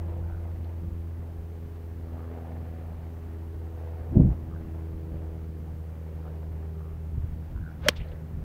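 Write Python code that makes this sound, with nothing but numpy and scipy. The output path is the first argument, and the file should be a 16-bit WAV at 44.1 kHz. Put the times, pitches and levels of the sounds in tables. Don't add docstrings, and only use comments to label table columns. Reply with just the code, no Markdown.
import sys
import numpy as np
from scipy import signal
from scipy.io import wavfile
from scipy.ndimage import uniform_filter1d

SR = 44100
rng = np.random.default_rng(int(sys.argv[2]) if len(sys.argv) > 2 else 0)


def volts_from_db(level):
    exponent = np.asarray(level, float) / 20
    return 10 ** exponent


def unload_audio(sound):
    columns = np.transpose(np.atleast_2d(sound))
    steps = np.round(np.clip(columns, -1, 1) * 32767)
    wavfile.write(sys.argv[1], SR, steps.astype(np.int16))


N = 372194
T = np.arange(N) / SR


def read(table):
    s, value = np.transpose(table)
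    return np.interp(T, s, value)


def band(lo_hz, hi_hz, order=2, size=N):
    sos = signal.butter(order, [lo_hz, hi_hz], "band", fs=SR, output="sos")
    noise = signal.sosfilt(sos, rng.standard_normal(size))
    return noise / noise.std()


def walk(rate):
    k = int(SR / rate)
    steps = np.repeat(rng.standard_normal(N // k + 1), k)
    return 1.29 * uniform_filter1d(uniform_filter1d(steps, k), k)[:N]


def swell(s, length):
    return np.exp(-2 * ((T - s) / length) ** 2)


def arch(s, hold_s, rise, fall):
    return np.minimum(rise * (T - s), 0) - fall * np.maximum(T - s - hold_s, 0)


def add(out, s, sound):
    i = int(s * SR) - len(sound) // 2
    part = out[max(i, 0):i + len(sound)]
    part += sound[max(-i, 0):][:len(part)]


def puffs(rows, spread, grit_db, attack):
    out = np.zeros(N)
    t = T[:SR // 2] - .25
    for s, length, hz, db in rows:
        envelope = np.exp(-2 * (t / length / np.where(t < 0, attack, 1)) ** 2)
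        add(out, s, volts_from_db(db) * envelope * band(hz / spread, hz * spread, order=3, size=SR // 2))
    return out * volts_from_db(grit_db * walk(200))


def ring(start, modes, rise):
    t = np.maximum(T[-SR:] - start, 0)
    y = 0
    for hz, db, t60 in modes:
        y = y + volts_from_db(db) * np.sin(2 * np.pi * hz * t) * np.exp(-np.log(1000) * t / t60)
    return np.pad(y * (1 - np.exp(-t / rise)), (N - SR, 0))


# (f/Hz, level/dB per Hz)
AIR_SPECTRUM = [(59, -29), (100, 1), (129, -9), (170, -25), (206, -25), (249, -16.5), (373, -19),
                (433, -21.5), (752, -29), (3620, -48.5), (10000, -55), (15000, -48.5), (16000, -58)]


def air():
    hz, db = np.transpose(AIR_SPECTRUM)
    out, drift = 0, walk(0.47)
    for f in 130 * 2 ** np.arange(0, 7, .5):
        far = 1 / (1 + f / 2500)
        density_db = np.interp(np.log(f), np.log(hz), db)
        gain_db = density_db + 10 * np.log10(f) + far * (1.7 * drift + 1.3 * walk(9))
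        out = out + volts_from_db(gain_db) * band(f / 2 ** 0.31, f * 2 ** 0.21)
    twigs = volts_from_db(-80.5 + .5 * drift) * band(2400, 3100)
    return volts_from_db(-50) * out / out.std() + twigs


# (t/s, length/s, f/Hz, level/dB)
RUSTLES = [
    (.645, .012, 3200, -66),
    (1.76, .01, 3500, -69),
]


def rustles():
    return puffs(RUSTLES, spread=1.3, grit_db=1.5, attack=.4)


# (t/s, length/s, rumble level/dB, buffet level re rumble/dB)
WIND = [(0, 0.12, -38, -8), (0.295, 0.41, -41, -10), (.59, .12, -44, 0), (0.89, 0.44, -44, -7),
        (1.19, 0.074, -50, -3), (1.407, .1, -38, -12), (1.63, 0.076, -41, -3), (2.105, .4, -49, -6),
        (2.53, .1, -52, 0), (2.703, .07, -45, -5), (2.9, .2, -54, -3), (3.57, .08, -43, -3),
        (3.7, 0.17, -52, 0), (4.01, 0.088, -44, -8), (4.462, 0.15, -40, -3), (4.642, 0.17, -37, -4),
        (4.942, 0.11, -40, -8), (5.102, 0.22, -45, 0), (5.45, 0.62, -54, 3), (6.154, .1, -48, -5),
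        (6.3, 0.12, -52, 5), (6.503, 0.15, -49, -3), (6.96, 0.17, -47, -10), (7.24, 0.4, -38, -6),
        (7.55, 0.29, -40, -3), (7.85, 0.2, -41, -3), (8.01, 0.07, -35, -12), (8.13, .06, -39, -8),
        (8.42, 0.27, -39, -7)]


def wind():
    rumble = volts_from_db(-57 + 3 * walk(10))
    buffet = volts_from_db(-53 + 3 * walk(8.7))
    for s, length, db, share_db in WIND:
        puff = swell(s, 0.53 * length)
        rumble += volts_from_db(db) * puff
        buffet += volts_from_db(db + share_db) * puff
    eddies = rumble * band(27, 72.4) + buffet * band(55, 185, order=3)
    return volts_from_db(2 * walk(25)) * eddies + volts_from_db(-55.0) * band(45, 130)


# (low f/Hz, high f/Hz, top level/dB, steepness)
GUST = [
    (32, 66, -25, 1.0),
    (70, 163, -23.5, 1.1),
    (170, 335, -25, 1.5),
    (323, 620, -36, 2.6),
]


def gust():
    gust_db = arch(4.165, hold_s=0.039, rise=270, fall=95)
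    lump_db = 2 * walk(25)
    out = 0
    for lo_hz, hi_hz, top_db, steep in GUST:
        out = out + volts_from_db(top_db + steep * gust_db + lump_db) * band(lo_hz, hi_hz, order=4)
    return out


# (t/s, f/Hz, level/dB)
SLAPS = [(4.124, 110, -19.5), (4.154, 139, -21), (4.168, 170, -7.5), (4.177, 151, -15.5),
         (4.184, 140, -16.5), (4.198, 163, -4.5), (4.206, 232, -15), (4.216, 94.5, -11), (4.233, 190, -17),
         (4.247, 141, -14.5), (4.257, 129.5, -13.5), (4.269, 91, -16.5), (4.284, 120, -19),
         (4.297, 70, -19), (4.315, 101, -21), (7.175, 91, -19.5), (7.235, 81, -19.5), (7.551, 70, -25.5),
         (7.621, 75, -24.5), (8.011, 64.3, -27)]


def slaps():
    out = np.zeros(N)
    snaps = [(s + 0.00304, 3.3 * hz, db - 20) for s, hz, db in SLAPS]
    for s, hz, db in SLAPS + snaps:
        u = (T[:8000] - 4000 / SR) * hz - .5
        add(out, s, -volts_from_db(db) * np.sin(2 * np.pi * u) * np.exp(-(u / 0.53) ** 2))
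    return out


# (t/s, f/Hz)
BLADE_RATE = [(0, 84.3), (1, 83.6), (3, 82.15), (5, 80.7), (8.44, 78.4)]


def blade_phase():
    hz = read(BLADE_RATE)
    return 2 * np.pi * np.cumsum(hz * (1 + .001 * walk(5))) / SR


# (t/s, level/dB)
BLADE_LEVEL = [(0, -30.5), (.3, -34), (1.2, -35.5), (1.8, -38.5), (2.4, -38.5), (2.7, -37), (3, -38.5),
               (3.9, -35.5), (4.5, -36.5), (4.8, -34), (5.1, -35.5), (6, -37), (6.6, -35.5), (7.2, -35.5),
               (7.5, -39.5), (8.1, -37.5), (8.44, -40.3)]
# (multiple, level/dB)
PARTIALS = [(2, -61.5), (3, -63), (4, -68), (5, -72), (6, -74)]
# (t/s, length/s, multiple,
# level/dB)
SWELLS = [(0, .6, 2, -49), (.9, 0.29, 2, -53), (1.5, 0.28, 2, -55.5), (2.6, 1.18, 2, -52),
          (4.953, 0.73, 2, -48), (6.3, 1.13, 2, -45.5), (7.5, 0.56, 2, -48), (8.299, 0.84, 2, -47.5),
          (1, 0.62, 3, -60.5), (2.407, 0.64, 3, -49.5), (3.3, 0.33, 3, -61), (4.4, .6, 3, -54.5),
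          (7.803, .8, 3, -59.5), (.1, 0.56, 4, -50), (0.902, 0.34, 4, -52.5), (1.504, 0.24, 4, -58.5),
          (2.104, .3, 4, -57), (2.7, 0.39, 4, -58), (3.505, 0.53, 4, -54), (4.844, 0.84, 4, -49),
          (5.705, 0.26, 4, -56.5), (6.35, 0.59, 4, -61), (7.6, .4, 4, -60),
          (.3, 1, 6, -64), (1.7, 1.18, 5, -57), (2.28, 0.16, 5, -56), (2.44, 0.8, 6, -62),
             (3.64, .8, 5, -56), (3.87, 0.37, 6, -55), (5.05, 0.77, 5, -53), (5.1, 0.55, 6, -58.5),
             (6.1, 1.3, 6, -61), (6.7, 0.73, 5, -56), (5.98, 0.39, 7, -62), (2.6, 0.72, 7, -63.5),
             (2.6, .7, 9, -61), (2.43, 0.47, 8, -61), (3.93, .4, 8, -61), (4.0, 0.3, 9, -60),
             (8.6, 0.73, 5, -58.5), (1.7, 1.1, .5, -57)]


def blade_tone(phase):
    lines = {1: volts_from_db(read(BLADE_LEVEL))}
    steady = [(0, np.inf, k, db) for k, db in PARTIALS]
    for s, length, k, db in steady + SWELLS:
        lines[k] = lines.get(k, 0) + volts_from_db(db) * swell(s, length)
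    tone = 0
    for k, gain in lines.items():
        tone = tone + np.sqrt(2) * gain * volts_from_db(.8 * walk(6)) * np.sin(k * phase - 0.88 * k)
    return tone


# (t/s, level/dB)
ROAR = [(0, -54.5), (.25, -53.5), (1.05, -63), (1.28, -57), (1.4, -61), (1.9, -62), (2.18, -54.5),
        (2.5, -51), (3.15, -57.5), (3.7, -60), (3.8, -53), (4.75, -56.5), (5.24, -56), (5.6, -65),
        (6.4, -54.5), (6.6, -61.5), (7.7, -61.5), (8.2, -56.5)]


def roar(phase):
    depth_db = read(ROAR) + 58
    low = volts_from_db(-60.5 + 1.1 * depth_db + 2.5 * walk(12)) * band(372, 616)
    mid = volts_from_db(-61.5 + 0.87 * depth_db + 2.47 * walk(15)) * band(542, 913)
    high = volts_from_db(-67.5 + .4 * depth_db + 1.5 * walk(15)) * band(1000, 2060)
    return (low + mid + high) * (1 + .25 * np.sin(phase)) * volts_from_db(2.0 * walk(130))


# (t/s, length/s, f/Hz, level/dB)
CRACKLES = [(.31, 0.1, 1430, -60), (2.22, 0.15, 1200, -60), (2.26, .1, 1590, -65), (4.39, 0.03, 1050, -60),
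            (4.525, .03, 1200, -58), (4.55, .09, 1500, -63), (4.655, .03, 1100, -61),
            (6.26, 0.057, 1300, -60), (6.84, 0.13, 1200, -61), (5.2, .25, 500, -54), (6.2, .3, 480, -56),
            (7.57, .025, 1000, -59), (8.12, .15, 500, -55), (7.572, .025, 1450, -60),
            (7.618, .014, 1530, -53), (7.67, .12, 1500, -57.5)]


def crackle(phase):
    beats = np.exp(1.5 * (np.cos(phase - 1.3) - 1))
    return 2 * beats * puffs(CRACKLES, spread=1.07, grit_db=2.0, attack=1)


def plane():
    phase = blade_phase()
    return blade_tone(phase) + roar(phase) + crackle(phase)


# (t/s, length/s, f/Hz, level/dB)
ECHOES = [(7.894, .012, 4800, -47), (7.905, .035, 3400, -57), (7.932, .025, 1500, -56),
          (7.965, .024, 4200, -55), (7.966, .05, 2750, -54.5), (7.966, .025, 6500, -72),
          (8.008, .045, 2500, -54.5), (8.086, .02, 3600, -68), (8.104, .006, 3000, -65),
          (8.118, .015, 2800, -65), (8.0, .3, 1700, -63), (7.98, .16, 3200, -70)]


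def echoes():
    return puffs(ECHOES, spread=1.28, grit_db=2.5, attack=.3)


BALL_S, TURF_S = 7.8851, 7.8888


def swish():
    hz = np.maximum(610 + arch(BALL_S, 0, rise=2090, fall=3300), 0)
    tone_db = -30 + arch(BALL_S - .018, .015, rise=900, fall=800)
    hiss_slope_db = arch(BALL_S - .03, .04, rise=450, fall=340)
    tone_gain = np.sqrt(2) * volts_from_db(tone_db + 3.5 * walk(150))
    tone = tone_gain * np.sin(2 * np.pi * np.cumsum(hz * (1 + 0.0607 * walk(150))) / SR)
    hiss = band(740, 1700) + 0.6 * band(1500, 3660, order=3)
    hiss = hiss + .12 * volts_from_db(.6 * hiss_slope_db) * band(3800, 6300, order=3)
    return tone + volts_from_db(-44.5 + hiss_slope_db) * hiss


def spray():
    t = T - BALL_S - .0006
    after = t.clip(0)
    brush = .36 * np.exp(-(t / .0026) ** 4)
    torn = .7 * np.exp(-after / 0.0039) + 0.24 * np.exp(-after / 0.0053)
    burst = np.where(t > 0, torn, brush)
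    bright = np.where(t > 0, burst ** 1.2, brush)
    return burst * volts_from_db(-20) * band(900, 6500) + bright * volts_from_db(-26.0) * band(8500, 14500)


# (f/Hz, level/dB, t60/s)
FACE = [(1125, -10.5, 0.018), (1700, 4, 0.0062), (2000, 4, 0.006), (2384, -12.5, 0.013), (3110, -4, 0.013),
        (3690, -10.5, 0.01), (4440, -12.5, 0.013), (5640, -6, 0.008), (6200, -8, .008),
        (11160, -16.5, 0.0073), (13100, -19, 0.0067)]
# (f/Hz, level/dB, t60/s)
TURF = [(500, -6, 0.014), (244, -21, 0.03), (330, -20, .025), (2380, -7, 0.01), (2800, -13.5, 0.013),
        (3250, -9, 0.011), (4300, -15, .012), (5400, -13, .01)]


def impact():
    return ring(BALL_S, FACE, rise=0.001) + ring(TURF_S, TURF, rise=0.00073)


def scene():
    background = air() + rustles() + wind() + gust() + slaps() + plane()
    stroke = echoes() + swish() + spray() + impact()
    return (background + stroke)[None]


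def top_cut(x):
    return signal.sosfilt(signal.butter(12, 16480, fs=SR, output="sos"), x)


# (t/s, level/dB)
DUCK = [
    (4.15, 0),
    (4.3, 0.5),
    (4.45, -1),
    (4.6, -0.5),
]


def record(dry):
    hissy = (dry + volts_from_db(-73.5) * band(12800, 15900)) * volts_from_db(read(DUCK))
    low_pass = signal.ellip(10, .3, 60, 15750, fs=SR, output="sos")
    mix = signal.sosfilt(low_pass, hissy)
    return top_cut(mix)


dry = scene()
out = record(dry)
unload_audio(out)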